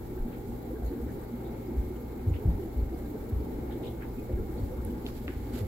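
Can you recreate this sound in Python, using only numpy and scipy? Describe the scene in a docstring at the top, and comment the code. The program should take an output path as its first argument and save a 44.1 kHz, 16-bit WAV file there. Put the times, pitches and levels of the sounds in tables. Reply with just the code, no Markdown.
"""A home fish room: from the start, air-driven filters gurgle and an air pump hums and buzzes on the mains.
Big bubbles break from the lift tubes throughout, and small ones plink at the surface.
A hand-held camera moves along the tanks: a deep sway comes first, then dull bumps among soft rustles and drips.
Near the end cloth slides and brushes, and a few small clicks ring out in the room.
Bubbles, hum and bumps are gliding or steady sines; water, rumble, hiss and cloth are shaped noise."""
import sys
import numpy as np
from scipy import signal
from scipy.fft import rfft, irfft, next_fast_len
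from scipy.io import wavfile
from scipy.ndimage import map_coordinates

SR = 44100
rng = np.random.default_rng(int(sys.argv[2]) if len(sys.argv) > 2 else 0)


def materialize(psi):
    """Save the field psi as 16-bit PCM at rate SR to the path in sys.argv[1].

    A 1-D psi becomes a single channel; in a 2-D psi each row is a channel.
    """
    bounded = np.clip(np.atleast_2d(psi).T, -1, 1)
    quanta = np.round(bounded * 32767).astype(np.int16)
    wavfile.write(sys.argv[1], SR, quanta)


N = 250038

# Levels below are set before grain, room sound and left-right trims; spectra are relative shapes.
# Likeness of the two microphones: freq_hz, correlation (-1 to 1)
LIKENESS = [(60, 0.98), (130, 0.9), (250, 1), (400, 0.69), (700, 0.36), (1200, -0.18), (2500, -0.11),
            (12000, 0.1)]
TOP_HZ = 15800  # band limit of the camera

# Gurgling level over time: time_s, level_db
GURGLE_LEVEL = [(0.0, -43), (0.17, -44), (0.36, -45.5), (0.79, -37), (1.04, -48), (1.12, -43), (1.4, -43),
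                (2.26, -45), (2.64, -37.5), (2.88, -56), (2.92, -39), (3.18, -42), (3.25, -44.5),
                (3.9, -37.5), (4.08, -41), (4.35, -39), (4.94, -41), (5.0, -52.5), (5.3, -36.5),
                (5.35, -63), (5.57, -38), (5.67, -38.5)]
# Colour of bubble sound as it leaves the tanks: freq_hz, level_db
TANK_COLOUR = [(120, -2), (230, -4), (270, -6.5), (345, -3), (430, -9), (510, -2.5), (580, -12),
               (680, -11.5), (790, -13.5), (900, -9), (980, -7), (1500, -17), (3000, -40)]
CROWD_DB, SURGE_DB, SURGES_PER_S = -4.6, 2.5, 18  # offset from the gurgling level, quick swing, its rate
# Colour of the bursting small bubbles: freq_hz, level_db
FIZZ_COLOUR = [(1000, 5), (2200, -3.5), (2800, -5), (5000, -3)]
# Wash of the far tanks: freq_hz, density_db_per_hz
WASH_COLOUR = [(90, -42), (150, -1), (380, 1), (500, -6), (660, -17), (850, -9), (1000, -20.5), (1600, -28),
               (1900, -28), (2270, -27), (2520, -40.5), (4300, -38), (6000, -79), (10000, -63)]

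MAINS_HZ = 60
# Strong hum lines of the air pump: mains_multiple, level_db (rms)
HUM_LINES = [(1, -46), (2, -48), (4, -50), (10, -69), (13, -63.5), (14, -66.5), (20, -72.5), (22, -73),
             (24, -74.5), (36, -73), (38, -81)]
# Slow change of the hum at twice the mains: time_s, gain_db
SECOND_LINE_GAIN = [(0, 1), (1.4, 1.5), (2.6, -1.5), (3.3, -2), (3.9, 1), (4.6, -0.5), (5.67, -0.5)]
HUM_WAVER_DB = .9
# Colour of the valve rattle: freq_hz, level_db
RATTLE_COLOUR = [(300, -45), (900, 4.5), (1900, -24), (2200, -1), (2700, -10), (4400, -15.5), (6000, -16.5),
                 (9000, -25)]

# Low rumble bed: freq_hz, density_db_per_hz
RUMBLE_COLOUR = [(12, -47), (25, 1.5), (37, -3), (50, 2), (57, 9), (68, -1), (95, -4.5), (140, -11),
                 (220, -49)]
# Rumble level over time: time_s, level_db
RUMBLE_LEVEL = [(0, -43.5), (1.5, -44.5), (4, -42.5), (5.67, -41)]
RUMBLE_SWING_DB, RUMBLE_SWINGS_PER_S = 2.5, 10
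# Fine hiss bed: freq_hz, density_db_per_hz
HISS_COLOUR = [(1500, -21), (4000, -3.5), (6000, -9.5), (7400, -2), (8800, -8.5), (10400, -7.5), (11600, 6),
               (12800, -1.5), (14400, 5), (15800, 0.5)]

# Loudest bubbles: start_s, level_db, pitch_hz
GULPS = [(.103, -34.5, 367.6), (.155, -38.5, 363), (.244, -33.5, 236), (0.476, -35, 227), (0.697, -39, 510),
         (.716, -37, 318), (.735, -39.5, 431), (.897, -34, 282), (.913, -33, 349), (0.988, -40.5, 474),
         (1.02, -30.5, 234), (1.319, -31, 236), (1.456, -35.5, 337), (1.573, -40, 246), (1.677, -33.5, 346),
         (1.704, -32.5, 240), (1.896, -34, 361), (2.022, -36, 241), (2.167, -37.5, 244), (2.221, -36, 249),
         (2.271, -37.5, 365), (2.403, -35.5, 433), (2.526, -35, 275), (2.58, -32.5, 390), (2.689, -41, 244),
         (2.769, -35.5, 237.6), (2.911, -34.5, 334), (2.979, -39, 390), (3.101, -39, 263),
         (3.136, -36, 432), (3.292, -33.5, 232.5), (3.396, -36.5, 433), (3.479, -36.5, 253),
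         (3.627, -35, 343), (3.717, -36, 249), (3.759, -34.5, 329), (3.925, -36.5, 338),
         (4.171, -33.5, 261), (4.285, -37.5, 521), (4.291, -35, 356), (4.344, -35.5, 216),
         (4.48, -36.5, 310), (4.62, -37.5, 264), (4.707, -36.5, 507), (4.887, -36, 245), (5.033, -34, 258),
         (5.27, -34, 278), (5.455, -34.5, 285), (5.532, -34, 246), (5.548, -40, 387)]
# Small bubbles around each big one: head start, time span, level and its spread, lowest pitch and range
CLUSTER_LEAD_S, CLUSTER_S, CLUSTER_DB, CLUSTER_SPREAD_DB = .03, .13, -5, 11.5
CLUSTER_LOW_HZ, CLUSTER_OCTAVES = 252, 0.869

# Small bubbles that burst with a plink: start_s, level_db, pitch_hz, t60_s
PLINKS = [(.175, -55, 1580, .08), (.519, -39.5, 830, .05), (1.212, -58, 8400, .03), (2.19, -59, 2470, .06),
          (2.295, -60, 7200, .04), (2.505, -61, 3850, .07), (2.625, -59.5, 3030, .07),
          (3.512, -46, 820, .08), (3.806, -41, 600, .05), (3.831, -54, 3750, .025), (3.869, -51, 3850, .05),
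          (3.879, -53, 3280, .05), (4.184, -53.5, 2460, .07), (4.295, -41, 600, .07),
          (4.385, -52.5, 1310, .08), (4.58, -58.5, 4400, .06), (4.9, -59, 2950, .06)]
PLINK_ATTACK_S, PLINK_GLIDE = .0015, .03  # glide as a fraction of the pitch
PLINK_TREMBLE, PLINK_TREMBLES_PER_S = .04, 500  # pitch tremble as a fraction, its rate
PLINK_ROOM_DB, PLINK_ROOM_T60_S = -6, .22

# Handling bumps: start_s, level_db, first_pitch_hz, last_pitch_hz, rise_s
BUMPS = [(.79, -29.5, 59.5, 54, 0.058), (0.999, -32.5, 67.4, 52, 0.041), (1.762, -22, 70, 47.6, 0.026),
         (2.258, -18.5, 92, 95, 0.021), (2.303, -20.5, 103, 64.3, 0.017), (2.448, -17.5, 107, 89, 0.012),
         (2.465, -17, 77.3, 45.7, 0.023), (2.531, -24.5, 70, 55.3, 0.022), (2.75, -21.5, 67, 54.8, 0.034),
         (2.8, -24.5, 64.6, 42, 0.029), (3.31, -22.5, 102, 53.3, 0.024), (3.35, -23.5, 79, 55.7, 0.021),
         (3.394, -31, 70, 48, 0.022), (4.303, -30, 96, 60, 0.011), (4.327, -21.5, 75.5, 60, 0.014),
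         (4.365, -32.5, 68.6, 55, 0.019), (4.593, -27.5, 102, 80, 0.012), (4.622, -24, 96, 81.6, 0.013),
         (4.759, -29.5, 66, 52, 0.048), (4.857, -27.5, 86, 55, 0.018), (5.261, -34, 66.5, 55, 0.023),
         (5.358, -25, 86, 52, 0.012), (5.605, -25.5, 105, 87, 0.022)]
# Rumble left by a bump: freq_hz, density_db_per_hz
TAIL_COLOUR = [(12, -28), (26, 10), (38, -11), (55, 3), (80, 5), (120, -8), (220, -35), (400, -70)]
TAIL_DB, TAIL_RISE_S = -14.5, 0.055  # level against the bump
# Overtone: pitch, level against the hardest knock, dB it gains for each dB of knock
OVERTONE_HZ, OVERTONE_DB, OVERTONE_GROWTH = 163, -11.5, 5.6
SWAY_S, SWAY_DB, SWAY_HZ, SWAY_RISE_S = 0.179, -25, 26.4, 0.04  # one very deep sway of the camera

# Rustles and small splashes: start_s, level_db, centre_hz, width_octaves
RUSTLES = [(.312, -58, 1794, 0.71), (0.839, -58, 12500, 0.23), (.835, -64.5, 6800, 0.12),
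           (.855, -62.5, 4180, 0.09), (1.068, -59, 1600, 0.21), (1.439, -64, 3740, .1),
           (2.324, -53.5, 2520, 0.37), (3.69, -57, 1600, 0.44), (3.7, -58.5, 3350, 0.21),
           (3.825, -54.5, 3000, 0.37), (3.857, -56, 3350, 0.2), (4.001, -52, 1600, 0.53),
           (4.762, -55, 1240, 0.25)]
RUSTLE_RISE_S = 0.024
# Faint drips: level of the lowest, fall per octave, pitch range, width, rise
DRIP_DB, DRIP_FALL_DB, DRIP_LOW_HZ, DRIP_HIGH_HZ = -64, 2.5, 1500, 8900
DRIP_OCTAVES, DRIP_RISE_S = 0.09, 0.008

# Cloth noise: freq_hz, density_db_per_hz
CLOTH_COLOUR = [(600, 1.5), (1400, 11.5), (2500, 5), (4400, 6), (5800, -2.5), (7500, 2.5), (9000, -7),
                (11800, 6.5), (14500, -4), (15800, -14)]
# Sleeve brushing beside the camera: start_s, level_db, length_s (before the release)
BRUSHES = [(5.035, -58, .03), (5.063, -52, 0.031), (5.143, -54, 0.038), (5.525, -49.5, 0.078)]
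BRUSH_ATTACK_S, BRUSH_RELEASE_S = .01, .018
BRUSH_GRAIN_DB, SLIPS_PER_S = 1.6, 3000
SWING_S, SWING_RISE_S, SWING_DB = 4.65, 0.53, -61.5  # cloth noise while the camera swings

# Clicks: tick_s, level_db, centre_hz, width_octaves, chatter_db, room_db (both against the tick), room_centre_hz
CLICKS = [(4.8502, -27.5, 10700, .19, -10, -37, 9000), (5.0652, -27, 3100, .36, -22, -30, 3900),
          (5.2805, -25, 2000, .55, -20, -22.5, 1650), (5.2863, -36.5, 2000, .5, -6, -19, 2300)]
CHATTER_T60_S, CLICK_ROOM_T60_S, CLICK_ROOM_OCTAVES, CLICK_ROOM_RAGGED_DB = .005, .32, .52, 2


def amp(db):
    """Decibels to gain."""
    return 10 ** (np.asarray(db) / 20)


def trim(left_db, right_db):
    """Stereo gain, one value a channel."""
    return amp([[left_db], [right_db]])


def unit(x):
    """Scale to rms 1."""
    return x / np.sqrt(np.mean(x ** 2) + 1e-20)


def along(points, hz):
    """(Hz, value) points read on a log axis."""
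    point_hz, value = np.transpose(points)
    return np.interp(np.log(hz + 1), np.log(point_hz + 1), value)


def curve(rows):
    """(s, value) rows drawn out to one value a sample."""
    return np.interp(np.arange(N) / SR, *np.transpose(rows))


def wobble(rate):
    """A smooth random curve with rate knots a second."""
    knots = rng.standard_normal(int(N * rate / SR) + 4)
    return map_coordinates(knots, [np.arange(N) * rate / SR])


def filtered(x, response):
    """Shape x by a response of frequency."""
    size = next_fast_len(x.shape[-1] + 8192)
    spectrum = rfft(x, size) * response(np.fft.rfftfreq(size, 1 / SR))
    return irfft(spectrum, size)[..., :x.shape[-1]]


def bell(hz, octaves):
    """A bell-shaped response around one frequency."""
    return lambda f: np.exp(-.5 * (np.log2((f + 1) / hz) / octaves) ** 2)


def add(track, s, sound):
    """Mix a sound into the track at time s."""
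    part = track[..., max(round(s * SR), 0):][..., :sound.shape[-1]]
    part += sound[..., :part.shape[-1]]


def diffuse(pair, spectrum):
    """Colour two unrelated signals and spread them over the microphones: bass alike, treble apart."""
    def mid_side_gain(hz):
        turn = np.arccos(np.clip(along(LIKENESS, hz), -1, 1)) / 2
        return amp(along(spectrum, hz)) * np.array([np.cos(turn), np.sin(turn)])

    mid, side = filtered(pair, mid_side_gain)
    return unit(np.array([mid + side, mid - side]))


def rush(spectrum):
    """Coloured stereo noise of rms 1."""
    return diffuse(rng.standard_normal((2, N)), spectrum)


def band(size, hz, octaves):
    """Stereo noise of rms 1 around one frequency."""
    return unit(filtered(rng.standard_normal((2, size)), bell(hz, octaves)))


def swell(t, rise):
    """A soft attack that peaks at 1 after rise seconds, then dies away."""
    return (t / rise * np.exp(1 - t / rise)) ** 2


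def tone(pitch):
    """A sine that follows a pitch curve in Hz."""
    return np.sin(2 * np.pi * np.cumsum(pitch) / SR)


def room(x, t60):
    """Two unrelated tails of the small room: decaying noise convolved with the sound."""
    t = np.arange(SR // 2) / SR
    tail = rng.standard_normal((2, len(t))) * amp(-60 * t / t60)
    return signal.fftconvolve(np.atleast_2d(x), tail / np.linalg.norm(tail[0]), axes=1)[:, :N]


def bubbles(count, low_hz, high_hz, cycles, glide, spread_db):
    """Bubbles ring at the pitch of their size, rising as they near the surface."""
    when, size, strength, life = rng.random((count, 4)).T[..., None]
    hz = low_hz * (high_hz / low_hz) ** size
    t = np.arange(int(2 * cycles * SR / low_hz)) / SR
    age = t * hz / (cycles * (.5 + life))  # reaches 1 when the ring is 60 dB down
    fade = amp(-60 * age) * (1 - np.exp(-2 * t * hz))
    ring = np.sin(2 * np.pi * hz * t * (1 + glide * age / 2)) * fade
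    # scatter over time, starting early so that some already ring at the opening
    index = (when * (N + len(t))).astype(int) + np.arange(len(t))
    total = np.bincount(index.ravel(), (ring * amp(-spread_db * strength)).ravel(), N + len(t))
    return unit(total[len(t):][:N])


def filters():
    """Crowds of bubbles gurgle in the tanks, small ones burst at the surface, far tanks blur into a wash."""
    silence = np.zeros(N)
    crowd = bubbles(count=800, low_hz=217.55, high_hz=853.0, cycles=20, glide=0.22, spread_db=3.5)
    heard = room(crowd, t60=0.57) + amp(-2.5) * np.array([crowd, silence])
    gurgle_db = curve(GURGLE_LEVEL) + CROWD_DB + SURGE_DB * wobble(SURGES_PER_S)
    gurgle = amp(gurgle_db) * diffuse(heard, TANK_COLOUR)

    pops = bubbles(count=1800, low_hz=1113, high_hz=5030, cycles=11, glide=0.091, spread_db=10.5)
    burst = room(pops, t60=0.15) + np.array([pops, silence])
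    fizz = amp(-65.0) * diffuse(burst, FIZZ_COLOUR) * trim(1.5, -1.5)

    wash = amp(-42.5 + 1.27 * wobble(9)) * rush(WASH_COLOUR)
    return (gurgle + fizz + wash) * trim(.3, -.3)


def pump():
    """The diaphragm hums at multiples of the mains; its valves rattle once a cycle."""
    t = np.arange(N) / SR
    hum = np.zeros((2, N))
    for multiple, db in HUM_LINES:
        hz = round(multiple) * MAINS_HZ
        if round(multiple) == 2:
            db = db + curve(SECOND_LINE_GAIN)
        # standing waves change level and phase as the camera moves; phase moves more for short waves
        drift = min(hz / 1200, 1) * np.array([wobble(2.98), wobble(3.0)])
        phase = rng.uniform(0, 2 * np.pi) + drift
        level = np.sqrt(2) * amp(db + HUM_WAVER_DB * wobble(3.04))
        hum += level * np.sin(2 * np.pi * hz * t + phase)
    # one mains cycle with random phases, looped
    period = round(SR / MAINS_HZ)
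    cycle = irfft(np.exp(2j * np.pi * rng.random((2, period // 2 + 1))), period)
    rattle = diffuse(cycle[:, np.arange(N) % period], RATTLE_COLOUR)
    return hum + amp(-68.5 + 1.8 * wobble(5.33)) * rattle


def background():
    """Low noise rumbles, swelling and sinking, under a fine hiss that flickers slightly."""
    rumble_db = curve(RUMBLE_LEVEL) + RUMBLE_SWING_DB * wobble(RUMBLE_SWINGS_PER_S)
    rumble = amp(rumble_db) * rush(RUMBLE_COLOUR)
    # part of the flicker is shared, part is separate left and right
    flicker_db = 1.1 * wobble(100) + 1.1 * np.array([wobble(70), wobble(70)])
    hiss = amp(-58.5 + flicker_db) * rush(HISS_COLOUR) * trim(-1.7, 1.3)
    return rumble + hiss


def gulp(hz, rise, glide):
    """One large bubble: it swells as it breaks free and its pitch climbs."""
    t = np.arange(SR // 6) / SR
    pitch = hz * (1 + glide * np.tanh((t - 1.6 * rise) / (2 * rise)))
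    return swell(t, rise) * tone(pitch)


def lift_tubes():
    """Each big bubble breaks from a tube in a cluster of smaller ones, and the room answers."""
    out = np.zeros(N)
    for s, db, hz in GULPS:
        add(out, s, amp(db) * gulp(hz, rise=0.015, glide=0.052))
        for when, smallness, faintness in rng.random(size=(7, 3)):
            small_hz = CLUSTER_LOW_HZ * 2 ** (CLUSTER_OCTAVES * smallness)
            small_db = db + CLUSTER_DB - CLUSTER_SPREAD_DB * faintness
            small_s = s - CLUSTER_LEAD_S + CLUSTER_S * when
            add(out, small_s, amp(small_db) * gulp(small_hz, rise=0.0081, glide=0.08))
    return out + amp(-10.0) * room(out, t60=0.88)


def plinks():
    """Single small bubbles open at the surface, ring with a rising, trembling pitch and echo in the room."""
    out, t = np.zeros(N), np.arange(SR // 5) / SR
    for s, db, hz, t60 in PLINKS:
        tremble = PLINK_TREMBLE * wobble(PLINK_TREMBLES_PER_S)[:len(t)]
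        pitch = hz * (1 + PLINK_GLIDE * np.minimum(t / t60, 1) + tremble)
        fade = (1 - np.exp(-t / PLINK_ATTACK_S)) * amp(-60 * t / t60)
        add(out, s, amp(db) * fade / fade.max() * tone(pitch))
    return out * trim(-3, 0) + amp(PLINK_ROOM_DB) * room(out, t60=PLINK_ROOM_T60_S)


def thump(start_hz, end_hz, rise):
    """A few low cycles that glide from one pitch to another as the contact relaxes."""
    t = np.arange(SR // 3) / SR
    pitch = end_hz + (start_hz - end_hz) * np.exp(-(t / rise) ** 2 / 2)
    return swell(t, rise) ** 2 * tone(pitch)


def bumps():
    """The grip shifts on the camera: gliding knocks, brighter when hard, each leaving a low rumble."""
    out, shake_power = np.zeros(N), np.zeros(N)
    t = np.arange(SR // 2) / SR
    hardest_db = max(row[1] for row in BUMPS)
    add(out, SWAY_S, amp(SWAY_DB) * thump(SWAY_HZ, SWAY_HZ, SWAY_RISE_S))
    for s, db, start_hz, end_hz, rise in BUMPS:
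        add(out, s, amp(db) * thump(start_hz, end_hz, rise))
        overtone_db = hardest_db + OVERTONE_DB + OVERTONE_GROWTH * (db - hardest_db)
        add(out, s, amp(overtone_db) * thump(OVERTONE_HZ, OVERTONE_HZ, rise=0.031))
        # overlapping rumbles add as power
        add(shake_power, s, (amp(db + TAIL_DB) * swell(t, TAIL_RISE_S)) ** 2)
    knocks = out + np.sqrt(shake_power) * rush(TAIL_COLOUR)
    return knocks * trim(.2, -.2)


def rustles():
    """Short grainy noise bands rustle and splash, among fainter drips that fall at random."""
    out, t = np.zeros((2, N)), np.arange(SR // 3) / SR
    for s, db, hz, octaves in RUSTLES:
        add(out, s, amp(db) * swell(t, RUSTLE_RISE_S) * band(len(t), hz, octaves))
    for when, smallness in rng.random(size=(14, 2)):
        hz = DRIP_LOW_HZ * (DRIP_HIGH_HZ / DRIP_LOW_HZ) ** smallness
        db = DRIP_DB - DRIP_FALL_DB * np.log2(hz / DRIP_LOW_HZ)
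        add(out, when * N / SR, amp(db) * swell(t, DRIP_RISE_S) * band(len(t), hz, DRIP_OCTAVES))
    grain = unit(amp(2.0 * wobble(250)))
    return out * grain


def sleeve():
    """Cloth slides faintly while the camera swings; firmer brushes catch abruptly and scrape in tiny slips."""
    t = np.arange(N) / SR
    rub = amp(SWING_DB) * np.clip((t - SWING_S) / SWING_RISE_S, 0, 1)
    for s, db, length in BRUSHES:
        catch = np.clip((t - s) / BRUSH_ATTACK_S, 0, 1)
        release = np.exp(-np.maximum(t - s - length, 0) / BRUSH_RELEASE_S)
        rub = np.maximum(rub, amp(db) * catch * release)
    slip_now = rng.random(N) < SLIPS_PER_S / SR
    slips = diffuse(rng.standard_normal((2, N)) * slip_now, CLOTH_COLOUR)
    scrape = unit(amp(BRUSH_GRAIN_DB * wobble(230)) * (rush(CLOTH_COLOUR) + slips))
    return rub * scrape * trim(-2.5, 1.5)


def clicks():
    """Small hard contacts: a tick, a few milliseconds of chatter and a ragged answer from the room."""
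    out, t = np.zeros((2, N)), np.arange(SR // 3) / SR
    for s, db, hz, octaves, chatter_db, room_db, room_hz in CLICKS:
        tick = filtered(signal.unit_impulse(len(t), "mid"), bell(hz, octaves))
        add(out, s - t[-1] / 2, amp(db) * tick / tick.max())  # its peak lands on s
        chatter_fade = amp(db + chatter_db - 60 * t / CHATTER_T60_S)
        add(out, s, chatter_fade * band(len(t), hz, octaves))
        ragged = unit(amp(CLICK_ROOM_RAGGED_DB * wobble(400)))[:len(t)]
        room_fade = amp(db + room_db - 60 * t / CLICK_ROOM_T60_S)
        add(out, s, room_fade * ragged * band(len(t), room_hz, CLICK_ROOM_OCTAVES))
    return out


def scene():
    """Everything at the two microphones."""
    tanks = filters() + lift_tubes() + plinks()
    handling = bumps() + rustles() + sleeve() + clicks()
    return tanks + pump() + background() + handling


def record(dry):
    """Sound reaches the left microphone a little later; the camera keeps nothing above its band limit."""
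    lag_s = .00014
    side = np.array([[-1], [1]])  # half the lag each way
    return filtered(dry, lambda hz: (hz < TOP_HZ) * np.exp(1j * np.pi * hz * lag_s * side))


dry = scene()
out = record(dry)
materialize(out)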